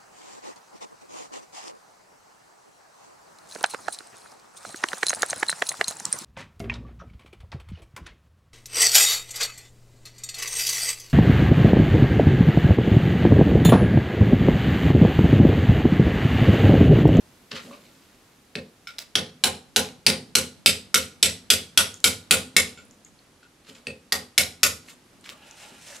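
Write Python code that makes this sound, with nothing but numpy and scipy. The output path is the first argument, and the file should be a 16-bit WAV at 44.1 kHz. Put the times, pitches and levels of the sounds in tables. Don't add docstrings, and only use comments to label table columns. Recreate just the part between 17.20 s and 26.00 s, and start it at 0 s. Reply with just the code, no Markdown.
import sys
import numpy as np
from scipy import signal
from scipy.fft import rfft, irfft
from scipy.io import wavfile
from scipy.ndimage import uniform_filter1d

SR = 44100
rng = np.random.default_rng(int(sys.argv[2]) if len(sys.argv) > 2 else 0)


def transcribe(u):
    v = np.clip(np.atleast_2d(u).T, -1, 1)
    q = np.round(v * 32767).astype(np.int16)
    wavfile.write(sys.argv[1], SR, q)


def level_to_linear(level):
    exponent = np.asarray(level, float) / 20
    return 10 ** exponent


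N = 388080


def on_log(table, hz, column=1):
    table = np.array(table, float)
    return np.interp(np.log(np.maximum(hz, 1)), np.log(table[:, 0]), table[:, column])


def noise(size, spectrum):
    gain = level_to_linear(on_log(spectrum, np.fft.rfftfreq(size, 1 / SR)))
    x = irfft(rfft(rng.standard_normal(size)) * gain, size)
    return x / np.sqrt(np.mean(x ** 2))


def resonant_noise(size, power):
    return irfft(rfft(rng.standard_normal(size)) * np.sqrt(power), size)


def fade(t, t60):
    return np.exp(-np.log(1000) * t / np.maximum(t60, .002))


def flicker(rate, size=N):
    k = int(SR / rate)
    held = np.repeat(rng.standard_normal(size // k + 1), k)
    return uniform_filter1d(held, k)[:size]


def add(track, s, sound):
    i = int(s * SR)
    track[i:i + len(sound)] += sound[:N - i]


def played(rows, extra_db=0):
    t = np.arange(N) / SR
    extra_db = extra_db + np.zeros(len(rows))
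    gain = 0
    for row, extra in zip(rows, extra_db):
        start, db, swell, fall = row[:4]
        gain = gain + level_to_linear(db + extra - 20 * np.maximum((start - t) / swell, (t - start) / fall))
    return gain


# pitch_hz, level_db (per Hz)
AIR_COLOUR = [(12, -39), (20, -10.5), (75, -7), (257, -4), (581, -12.5), (1430, -17), (11100, -26.5),
              (16400, -47)]
# start_s, level_db
AIR_DRIFT = [(0, 1.5), (1.2, -1.5), (5.5, 0), (6.3, -2), (8.8, 0.5)]


def air():
    drift_db = np.interp(np.arange(N) / SR, *np.transpose(AIR_DRIFT)) + 0.37 * flicker(8.7)
    narrowing = [(40, -24.5), (200, -19), (900, -7.0)]
    side_colour = [(hz, db + on_log(narrowing, hz)) for hz, db in AIR_COLOUR]
    mid = noise(N, AIR_COLOUR)
    side = level_to_linear(-7.5) * np.outer([1, -1], noise(N, side_colour))
    return level_to_linear(-58 + drift_db) * (mid + side)


# pitch_hz, left_right_likeness (0-1)
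LIKENESS = [(120, .998), (250, 0.83), (600, 0.93), (1100, 0), (2200, 0.5), (4000, 0.48), (8000, 0.7),
            (15000, .45)]


def spread(mid, side):
    alike = np.clip(on_log(LIKENESS, np.fft.rfftfreq(len(mid), 1 / SR)), 0, 1)
    m = rfft(mid) * np.sqrt((1 + alike) / 2)
    d = rfft(side) * np.sqrt((1 - alike) / 2)
    return irfft([m + d, m - d], len(mid))


# pitch_hz, t60_s, level_db
TAIL_BANDS = [(316, 0.039, -10), (733, 0.35, -5), (1600, 0.26, -8.5), (3830, 0.37, -19),
              (8400, 0.29, -11.5), (14800, 0.19, -7)]
# start_s, level_db (over the tail), width_s
WALLS = [(.0115, 7.5, 0.0028), (.0195, 5, 0.00084), (0.016, 3.5, 0.0011), (.033, 7.5, 0.0047),
         (0.031, 1.5, 0.018)]


def room(dry):
    t = np.arange(SR // 2) / SR
    log_hz = np.log(np.fft.rfftfreq(len(t), 1 / SR) + 1)
    centres = np.log(np.array(TAIL_BANDS)[:, 0])
    tail = 0
    for k, (_, t60, db) in enumerate(TAIL_BANDS):
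        share = np.interp(log_hz, centres, np.arange(len(TAIL_BANDS)) == k)
        band = irfft(rfft(rng.standard_normal((2, len(t)))) * np.sqrt(share), len(t))
        tail = tail + level_to_linear(db) * fade(t, t60) * band
    clumps_db = sum(db * np.exp(-((t - s) / width) ** 2) for s, db, width in WALLS)
    build = 1 - np.exp(-(t * 100) ** 2)
    response = spread(*tail) * level_to_linear(-24 + clumps_db) * build
    response[:, 0] += 1
    response[:, 40:43:2] += .28 * np.outer([1, -1], [1, -1])
    return signal.fftconvolve(dry[None], response, axes=1)[:, :N]


# start_s, level_db, swell_s, fade_s
SLEEVE = [
    (8.27, -50.5, 0.042, 0.093),
    (8.39, -47, 0.066, 0.28),
    (8.67, -47.5, 0.099, 0.26),
    (8.765, -45, 0.14, 0.014),
]
# pitch_hz, level_db (per Hz)
CLOTH = [(290, -37), (500, -7), (988, -6), (1060, -12), (1740, -3), (6140, -6), (8830, -7), (16000, -30)]
# start_s, level_db, swell_s, fade_s
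FABRIC = [(0.4, -68.5, 1.5, 2.5)]


def rustle():
    cloth = noise(N, CLOTH) * level_to_linear(2.0 * flicker(90) + 1.5 * flicker(600))
    fabric = noise(N, [(8000, -24.5), (12000, 2.0), (16000, -7.0)])
    return played(SLEEVE) * cloth + played(FABRIC) * fabric


# start_s, level_db, swell_s, fade_s, dust_db (over grit)
SCRAPES = [(0.315, -36, 0.0057, 0.026, -17), (0.366, -34, 0.03, 0.034, -16), (0.44, -52, 0.091, 0.15, -5.5),
           (0.53, -55.5, 0.045, 0.14, -11), (0.66, -63, 0.22, 1, -5), (6.494, -45, 0.045, 0.026, -9),
           (6.556, -52.5, 0.027, 0.084, -8), (7.704, -46.5, .07, 0.027, -2), (8.043, -51, .004, 0.055, -8),
           (8.062, -46, 0.027, 0.04, -11), (8.1, -46.5, 0.021, 0.026, -4)]
# pitch_hz, level_db (per Hz)
GRIT = [(600, -21), (1100, -4), (2000, -2), (2800, -1.5), (3300, -2), (4100, -1), (5200, -6.5),
        (16000, -48.5)]
# start_s, level_db, swell_s, fade_s
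HUMS = [(0.315, -45, 0.0044, 0.17), (0.45, -42.5, 0.028, 0.24), (0.515, -47.5, 0.11, 0.059),
        (6.53, -54, 0.097, 0.27), (5.6, -58, 0.16, 0.67), (7.64, -59, .03, 0.44), (8.08, -59, .2, 0.29)]


def scrapes():
    grit = noise(N, GRIT) * level_to_linear(4.6 * flicker(400))
    hum = noise(N, [(90, -28.0), (190, -11), (255, -2.0), (320, -18.5), (520, -20), (900, -32.5), (3000, -79)])
    dust = noise(N, [(3500, -19.5), (7000, 1.5), (11500, -8.5), (16000, -22.0)]) * level_to_linear(2.3 * flicker(150))
    dust_db = np.array(SCRAPES)[:, 4]
    return played(SCRAPES) * grit + played(HUMS) * hum + played(SCRAPES, dust_db) * dust


# start_s, level_db, swell_s, fade_s
DRAG = [
    (8.2, -53.5, 0.088, 0.62),
    (8.5, -53.5, 0.37, 0.16),
]
# pitch_hz, width_hz, level_db
DRAG_RINGS = [(824, 50, 3.5), (1400, 48, 1), (1670, 71, -2), (2490, 42, 0.5), (2880, 400, -2),
              (3900, 54, -2)]


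def bar_slide():
    f = np.fft.rfftfreq(N, 1 / SR)
    power = sum(level_to_linear(db) ** 2 / (1 + ((f - hz) / width * 2) ** 2) for hz, width, db in DRAG_RINGS)
    drag = resonant_noise(N, power)
    return played(DRAG) * drag / np.std(drag) * level_to_linear(2.3 * flicker(50))


def handling():
    return level_to_linear(-3.0) * (scrapes() + rustle() + bar_slide())


# start_s, level_db, pitch_hz, relative_width
TICKS = [(.351, -42, 2200, .6), (.317, -40, 3000, 1), (0.36, -42, 3280, .3), (.366, -34, 1790, 0.27),
         (.369, -45, 4100, .25), (.372, -47, 2360, .5), (.384, -49, 1800, .4), (.51, -46, 1106, 0.25),
         (0.528, -46, 2460, 0.15), (.537, -47.5, 2490, .3), (1.803, -48, 9000, 0.67),
         (4.742, -32.5, 6950, 0.4), (4.803, -43, 6900, 0.317), (5.652, -51, 9000, 0.41),
         (8.177, -52, 11000, .5), (5.71, -45, 6600, 0.18), (5.848, -45, 6800, 0.12),
         (5.99, -55, 4330, 0.16), (6.496, -44, 3500, 0.36), (6.53, -56, 7300, 0.18),
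         (6.55, -55, 7150, 0.06), (5.65, -58, 10700, .05), (8.01, -49, 8100, 0.22),
         (8.042, -46, 2300, 0.53), (8.092, -31.5, 3020, 0.72), (8.099, -32.5, 3240, 0.77),
         (8.105, -34, 3300, 0.71), (8.121, -44, 824, 0.67), (8.311, -43, 6600, 0.22), (8.031, -60, 278, .4),
         (8.06, -44.5, 2100, 0.17), (8.078, -52, 320, 0.5), (8.467, -49.5, 830, 0.51),
         (8.518, -50, 260, 0.44), (8.685, -58, 550, .25), (8.725, -49, 1780, 0.18), (8.757, -42, 6040, 0.6),
         (8.766, -37, 7000, 0.33)]


def ticks():
    out, t = np.zeros(N), np.arange(SR // 8) / SR
    for s, db, hz, width in TICKS:
        step = (1 + width) ** 2
        colour = [(hz / step, -25), (hz, 0), (hz * step, -25), (hz * (1 + width) ** 4, -50)]
        add(out, s, level_to_linear(db) * noise(len(t), colour) * fade(t, 18 / hz / width))
    return out


# pitch_hz, level_db, t60_s
BOARD = [(82.5, -6.5, 0.36), (100.4, -13, 0.47), (159.8, -7, .25), (189, -5, 0.3), (212.1, -4, 0.34),
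         (246.5, -8, 0.54), (342.4, -10, 0.16), (384, -8.5, 0.22), (438, -6, 0.38), (457.5, -6, 0.19),
         (491.5, -9, 0.17), (529.8, -4.5, 0.17), (750.5, -13, 0.2), (836, -15.5, 0.19)]


def board(deep_db, knock_db, core_db, t60_share):
    t = np.arange(SR // 2) / SR
    hz, db, t60 = np.transpose(BOARD)[:, :, None]
    blow_db = np.where(hz < 130, deep_db + 8.5, knock_db + core_db * (hz > 600))
    db = db + blow_db + 0.66 * rng.standard_normal(hz.shape)
    build = 1 - np.exp(-t * hz / 2.7)
    return (level_to_linear(db) * fade(t, t60 * t60_share) * build * np.sin(2 * np.pi * hz * t)).sum(axis=0)


# pitch_hz, width_hz, level_db
BENCH = [(81.5, 9.6, -4.5), (100, 32, -6), (151, 39, -7), (204, 120, -5.5), (260, 4.2, -4), (351, 130, -5),
         (402, 41, -6), (455, 66, 0), (524, 24, -5), (690, 93, -19.5), (764, 43, -14), (1030, 46, -17.5)]


def thump(deep_db, knock_db, core_db, t60_share):
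    t = np.arange(SR // 2) / SR
    f = np.fft.rfftfreq(len(t), 1 / SR)
    bands = [  # low_hz, high_hz, level_db, t60_s
        (0, 130, deep_db - 5.5, 0.59), (130, 300, knock_db, 0.63),
        (300, 600, knock_db, 0.33), (600, 2000, knock_db + core_db - 10.5, 0.22)]
    thud = 0
    for low_hz, high_hz, db, t60 in bands:
        power = sum(level_to_linear(d) ** 2 / (1 + ((f - hz) / width * 2) ** 4)
                    for hz, width, d in BENCH if low_hz < hz < high_hz)
        rumble = resonant_noise(len(t), power)
        thud = thud + level_to_linear(db) * fade(t, t60_share * t60) * rumble / np.std(rumble[:SR // 14])
    swell = 1 - np.exp(-t / 0.0053)
    return level_to_linear(-10.0) * swell * thud + level_to_linear(-1.5) * board(deep_db, knock_db, core_db, t60_share)


ECHO_S = .0055


def clack(t, sizzle_db):
    colour = [(500, -45), (1500, -16), (4500, 0), (9000, sizzle_db - 4), (13000, sizzle_db - 10), (16000, -22)]
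    return noise(len(t), colour) * fade(t, .008)


def ring(hz, db, t60, t, scatter_db):
    split = .035
    chance = rng.standard_normal((len(hz), 3))
    turn = 2 * np.pi * hz[:, None] * t
    lower = np.sin(turn * (1 - split / 2) + chance[:, 1:2])
    upper = np.sin(turn * (1 + split / 2) + chance[:, 2:])
    level = level_to_linear(db - 3.5 + scatter_db * chance[:, 0])[:, None]
    return (level * fade(t, t60[:, None]) * (lower + upper)).sum(axis=0)


RING_REF_HZ = 3000
# pitch_hz, level_db (per Hz)
CRACK = [(180, -47), (320, -14), (1220, -16), (2000, -3), (3760, 0.5), (8120, -11), (12300, -17.5),
         (16400, -58.5)]


def steel(hz, db, colour, t, rise_s):
    t60 = 0.014 * (RING_REF_HZ / hz) ** 0.35
    bar = ring(hz, db, t60, t, scatter_db=1.0)
    clang_width, clang_db, clang_s = .085, -14.5, .11
    f = np.fft.rfftfreq(len(t), 1 / SR)[:, None]
    power = (level_to_linear(db) ** 2 / hz / (1 + ((f / hz - 1) / clang_width * 2) ** 4)).sum(axis=1)
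    clang = resonant_noise(len(t), power)
    clang = clang / np.std(clang) * level_to_linear(3.0 * flicker(300, size=len(t))) * fade(t, clang_s)
    hiss = noise(len(t), [(f, d + on_log(colour, f)) for f, d in CRACK])
    crack = fade(t, .018)
    chatter = level_to_linear(5.9 * flicker(700, size=len(t))) * fade(t, 0.25)
    bright = hiss * (level_to_linear(-5.5) * crack + level_to_linear(-23.5) * chatter)
    return (level_to_linear(-4.0) * bar + level_to_linear(clang_db) * clang + bright) * (1 - np.exp(-t / rise_s))


# start_s, level_db, bench_db, rise_s, clack_db
TAPS = [(0.317, -36.5, 2, 0.00036, -9), (1.354, -27, -1, 0.00024, -6), (1.671, -25, -48, 0.0049, -10),
        (1.784, -26.5, -45, 0.00042, 4), (6.669, -24.5, -7, 0.00081, -10), (5.574, -31, -22, 0.0064, -30),
        (6.229, -44, -15, 0.0026, -30), (6.485, -43.5, -3, .012, -28)]
# pitch_hz, level_db
TAP_RINGS = [
    [(1790, 5), (2670, -9), (3110, -18), (4250, -11), (5260, -6)],
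    [(1800, 2.5), (2134, 0.5), (2570, 1), (3920, 4), (4250, 3.5), (7650, -3.5), (9300, -4)],
    [(1440, -6), (2250, -4), (3030, -7.5), (3800, -6), (5320, -4), (7380, -15), (9620, -12)],
    [(3030, -17), (4000, 0.5), (4500, -16.5), (4870, 2.5), (5300, -2), (7600, -1), (10280, -2)],
    [(1420, -17), (1894, -2.5), (2580, 4), (2820, -7.5), (3750, -18), (4490, 1), (8400, 1.5), (8900, -2),
     (10800, -7)],
    [(1430, -2), (2250, -5), (2700, -6), (3500, -10), (7150, 0)],
    [(1470, 0), (2600, -4), (3300, -10), (4150, -6), (7200, -6)],
    [(1450, -5), (2500, 5), (3400, -3), (4350, 0), (7150, 8), (8450, 2)],
]


def taps():
    out, t = np.zeros(N), np.arange(SR // 8) / SR
    colour = [(5000, 9.0), (12000, -1.0)]
    for (s, db, bench_db, rise_s, clack_db), rings in zip(TAPS, TAP_RINGS):
        hz, ring_db = np.transpose(rings)
        ring_db = ring_db - ring_db.max() + on_log(colour, hz)
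        add(out, s, level_to_linear(db) * steel(hz, ring_db, colour, t, rise_s))
        add(out, s + ECHO_S, level_to_linear(db + clack_db) * clack(t, sizzle_db=-9.5))
        add(out, s, level_to_linear(db) * thump(bench_db - 7.0, bench_db, core_db=-3.5, t60_share=0.57))
    return out


# start_s, peak_db, core_db, sizzle_db, knock_db (bench)
BLOWS = [(1.954, -7, -12.5, -19, -20), (2.2378, -5, -6.5, -13.5, -20.5), (2.5612, -4, -9.5, -13, -19.5),
         (2.8647, -2.5, -14, -13, -18.5), (3.1523, -2.5, -19, -8.5, -22.5), (3.46, -0.5, -27.5, -10, -25.5),
         (3.743, -1, -27, -9.5, -27), (4.0273, 0, -23.5, -9.5, -28), (4.302, 0.5, -26.5, -11.5, -30),
         (4.575, 0.5, -22.5, -10, -30.5), (4.8418, 0, -17.5, -5, -25.5), (5.1093, -1, -14.5, -7.5, -23),
         (5.3652, 0, -16.5, -7.5, -26.5), (6.922, -10.5, -7.5, -7.5, -23), (7.1787, -2.5, -18.5, -7.5, -28),
         (7.4316, -2.5, -18.5, -2.5, -27)]
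SEAT_CHANGES_S = [2.1, 2.7, 3.3, 4.15, 4.45, 5.0, 6.0, 7.0]
SEAT_CLACK_DB = [-5, -0.5, -3, -9, -6, -8.5, -5, -1.5, 0.5]
# pitch_hz, level_db
TIGHT = [
    [(1440, -9.5), (2270, -13.5), (3260, 7), (3930, -12), (4860, 1), (5560, 1.5), (7260, -27), (7620, -15),
     (8780, -18.5), (9540, -10.5), (10110, -6.5), (11280, -18), (13240, -30)],
    [(1480, -4), (2260, -4.5), (3040, -3.5), (3980, 1.5), (4440, -10.5), (5780, -3.5), (7000, -10),
     (7510, -8), (8400, -7), (9180, -10.5), (9750, -10.5), (10120, -6), (10930, -16)],
    [(1460, -12.0), (3000, -1), (3920, 3), (4930, -4), (5740, -1.5), (6850, -18.5), (8180, -6.5),
     (9140, -10.5), (10120, -6.5), (10900, -11), (11660, -12.5), (12840, -23.5)],
    [(1420, -12.5), (2590, 1.5), (3020, -14.5), (3440, -8.5), (3900, -1.5), (4380, -3.5), (4720, -0.5),
     (5600, -2.5), (6860, -12.5), (7830, -6.5), (9140, -2), (11400, -20), (13250, -15)],
]
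SLIDING = [
    [(1430, -6.5), (2300, -5), (3010, -6), (4240, 6), (4880, -8.5), (5580, -2), (6880, -14.5),
     (7440, -10.5), (8220, -1.5), (10100, -1.5), (10900, -15.5), (11580, -19), (12750, -12.5)],
    [(1440, -8.5), (2660, -2.5), (3020, -4), (3740, 2.5), (4260, -3.5), (4920, 2.5), (6860, -12.5),
     (8060, 1), (9590, -7), (10130, -8), (10680, -4.5), (11900, -13.5), (13030, -14)],
    [(1430, -7), (2300, -12), (3010, -7.5), (3710, 1.5), (5940, -4), (6920, -12), (8010, -4.5),
     (10040, -8.5), (10720, -11.5), (11240, -17), (11920, -17.5), (12180, -14), (12680, -17)],
    [(1420, -16.5), (2280, -14), (3700, -1), (4320, -1.5), (5530, -1.5), (6900, -13), (7990, 2.5),
     (9050, -9), (10090, -7), (10900, -12), (11300, -12.5), (12240, -14.5), (13040, -20.5)],
    [(1430, -9.5), (2620, -6.5), (3380, -0.5), (4960, -0.5), (5930, -3.5), (7530, -5.5), (8060, -2.5),
     (8700, -7.5), (9460, -5.5), (10260, -7), (11310, -9.5), (11880, -10), (12860, -14)],
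    [(1440, -5), (3240, 4), (3820, -1.5), (4730, -3.5), (5540, -1.5), (6980, -13.5), (7990, -2.5),
     (9520, -4.5), (10220, -7), (10890, -14), (11300, -11), (11720, -11), (12660, -16)],
    [(1420, -6.5), (2280, 0), (3180, -3), (3740, -1.5), (4360, -5.5), (5260, -3), (7540, -5.5),
     (8190, -7.5), (9340, -4), (9920, -4.5), (10580, -12), (12230, -12), (12920, -14)],
    [(1420, -6), (2140, -4), (2520, 1), (3200, -4), (3800, 1), (7090, -6.5), (8220, -4.5), (9330, -1),
     (10050, -8.0), (10710, -10), (11560, -19), (12400, -14), (13110, -14)],]
FREE = [
    [(1840, -4.5), (2140, 3), (3490, -5.0), (3870, 1), (5200, -2.5), (6900, -16.5), (7260, -12), (7680, -9),
     (8740, -10.5), (9240, -5), (10120, -5.5), (11440, -19.5), (12040, -19)],
    [(1860, 3), (2640, -8.5), (3480, -3), (4720, 4), (5540, -2), (6720, -6.5), (7900, -18.5), (9500, -7),
     (9840, -12), (10400, -14), (11220, -8.5), (12380, -9.5)],
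    [(1440, -7.5), (1860, -2), (2240, 2.5), (2560, -3), (4040, 2.5), (5360, 3), (6710, -5.0), (7460, -6),
     (8790, -6.5), (9280, -7), (10140, -6), (10840, -8.5), (11400, -10.5)],
    [(1420, -5), (1850, -1.5), (2550, 2), (3860, 2.5), (4680, 2.5), (5360, 3.5), (6530, -6), (7420, -4.5),
     (8770, -4.0), (9320, -9.5), (10150, -4.5), (11400, -8.5), (12780, -12.5)],
]


def blows():
    out, t = np.zeros(N), np.arange(SR // 5) / SR
    usual = np.mean(BLOWS, axis=0)
    for (s, db, core_db, sizzle_db, knock_db), rings in zip(BLOWS, TIGHT + SLIDING + FREE):
        core_db, sizzle_db = core_db - usual[2], sizzle_db - usual[3]
        colour = [(500, 0), (750, core_db), (1100, core_db), (1800, 0), (5000, 0), (8500, sizzle_db)]
        hz, ring_db = np.transpose(rings)
        ring_db = ring_db + 1.5 * np.log2(hz / RING_REF_HZ)
        hit = steel(hz, ring_db, colour, t, rise_s=.0004)
        add(out, s, level_to_linear(db) * hit)
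        echo = 0.43 * hit * fade(t, 0.032) + level_to_linear(-3.0) * clack(t, sizzle_db)
        seat = np.searchsorted(SEAT_CHANGES_S, s)
        add(out, s + ECHO_S, level_to_linear(db + SEAT_CLACK_DB[seat]) * echo)
        deep_db = -29.5 - 0.27 * db
        add(out, s, level_to_linear(db) * thump(deep_db, knock_db, core_db, t60_share=0.85))
    return out


def scene():
    bass_cut = signal.butter(6, 68, "high", fs=SR, output="sos")
    bench = signal.sosfilt(bass_cut, handling() + ticks() + taps() + blows())
    return room(bench) + air()


def band_limit(x):
    return signal.sosfilt(signal.butter(12, 16300, fs=SR, output="sos"), x)


# pitch_hz, left_minus_right_db
LEAN = [(1000, -0.5), (4000, 0), (8000, -2), (15000, -1.5)]


def record(dry):
    lean = level_to_linear(np.outer([.5, -.5], on_log(LEAN, np.fft.rfftfreq(N, 1 / SR))))
    x = np.tanh(1.424 * irfft(rfft(dry) * lean, N)) / 1.169
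    x = signal.sosfilt(signal.butter(2, 28., "high", fs=SR, output="sos"), x)
    x = signal.sosfilt(signal.cheby1(8, 1, 15600, fs=SR, output="sos"), x)
    return band_limit(x)


dry = scene()
out = record(dry)
transcribe(out)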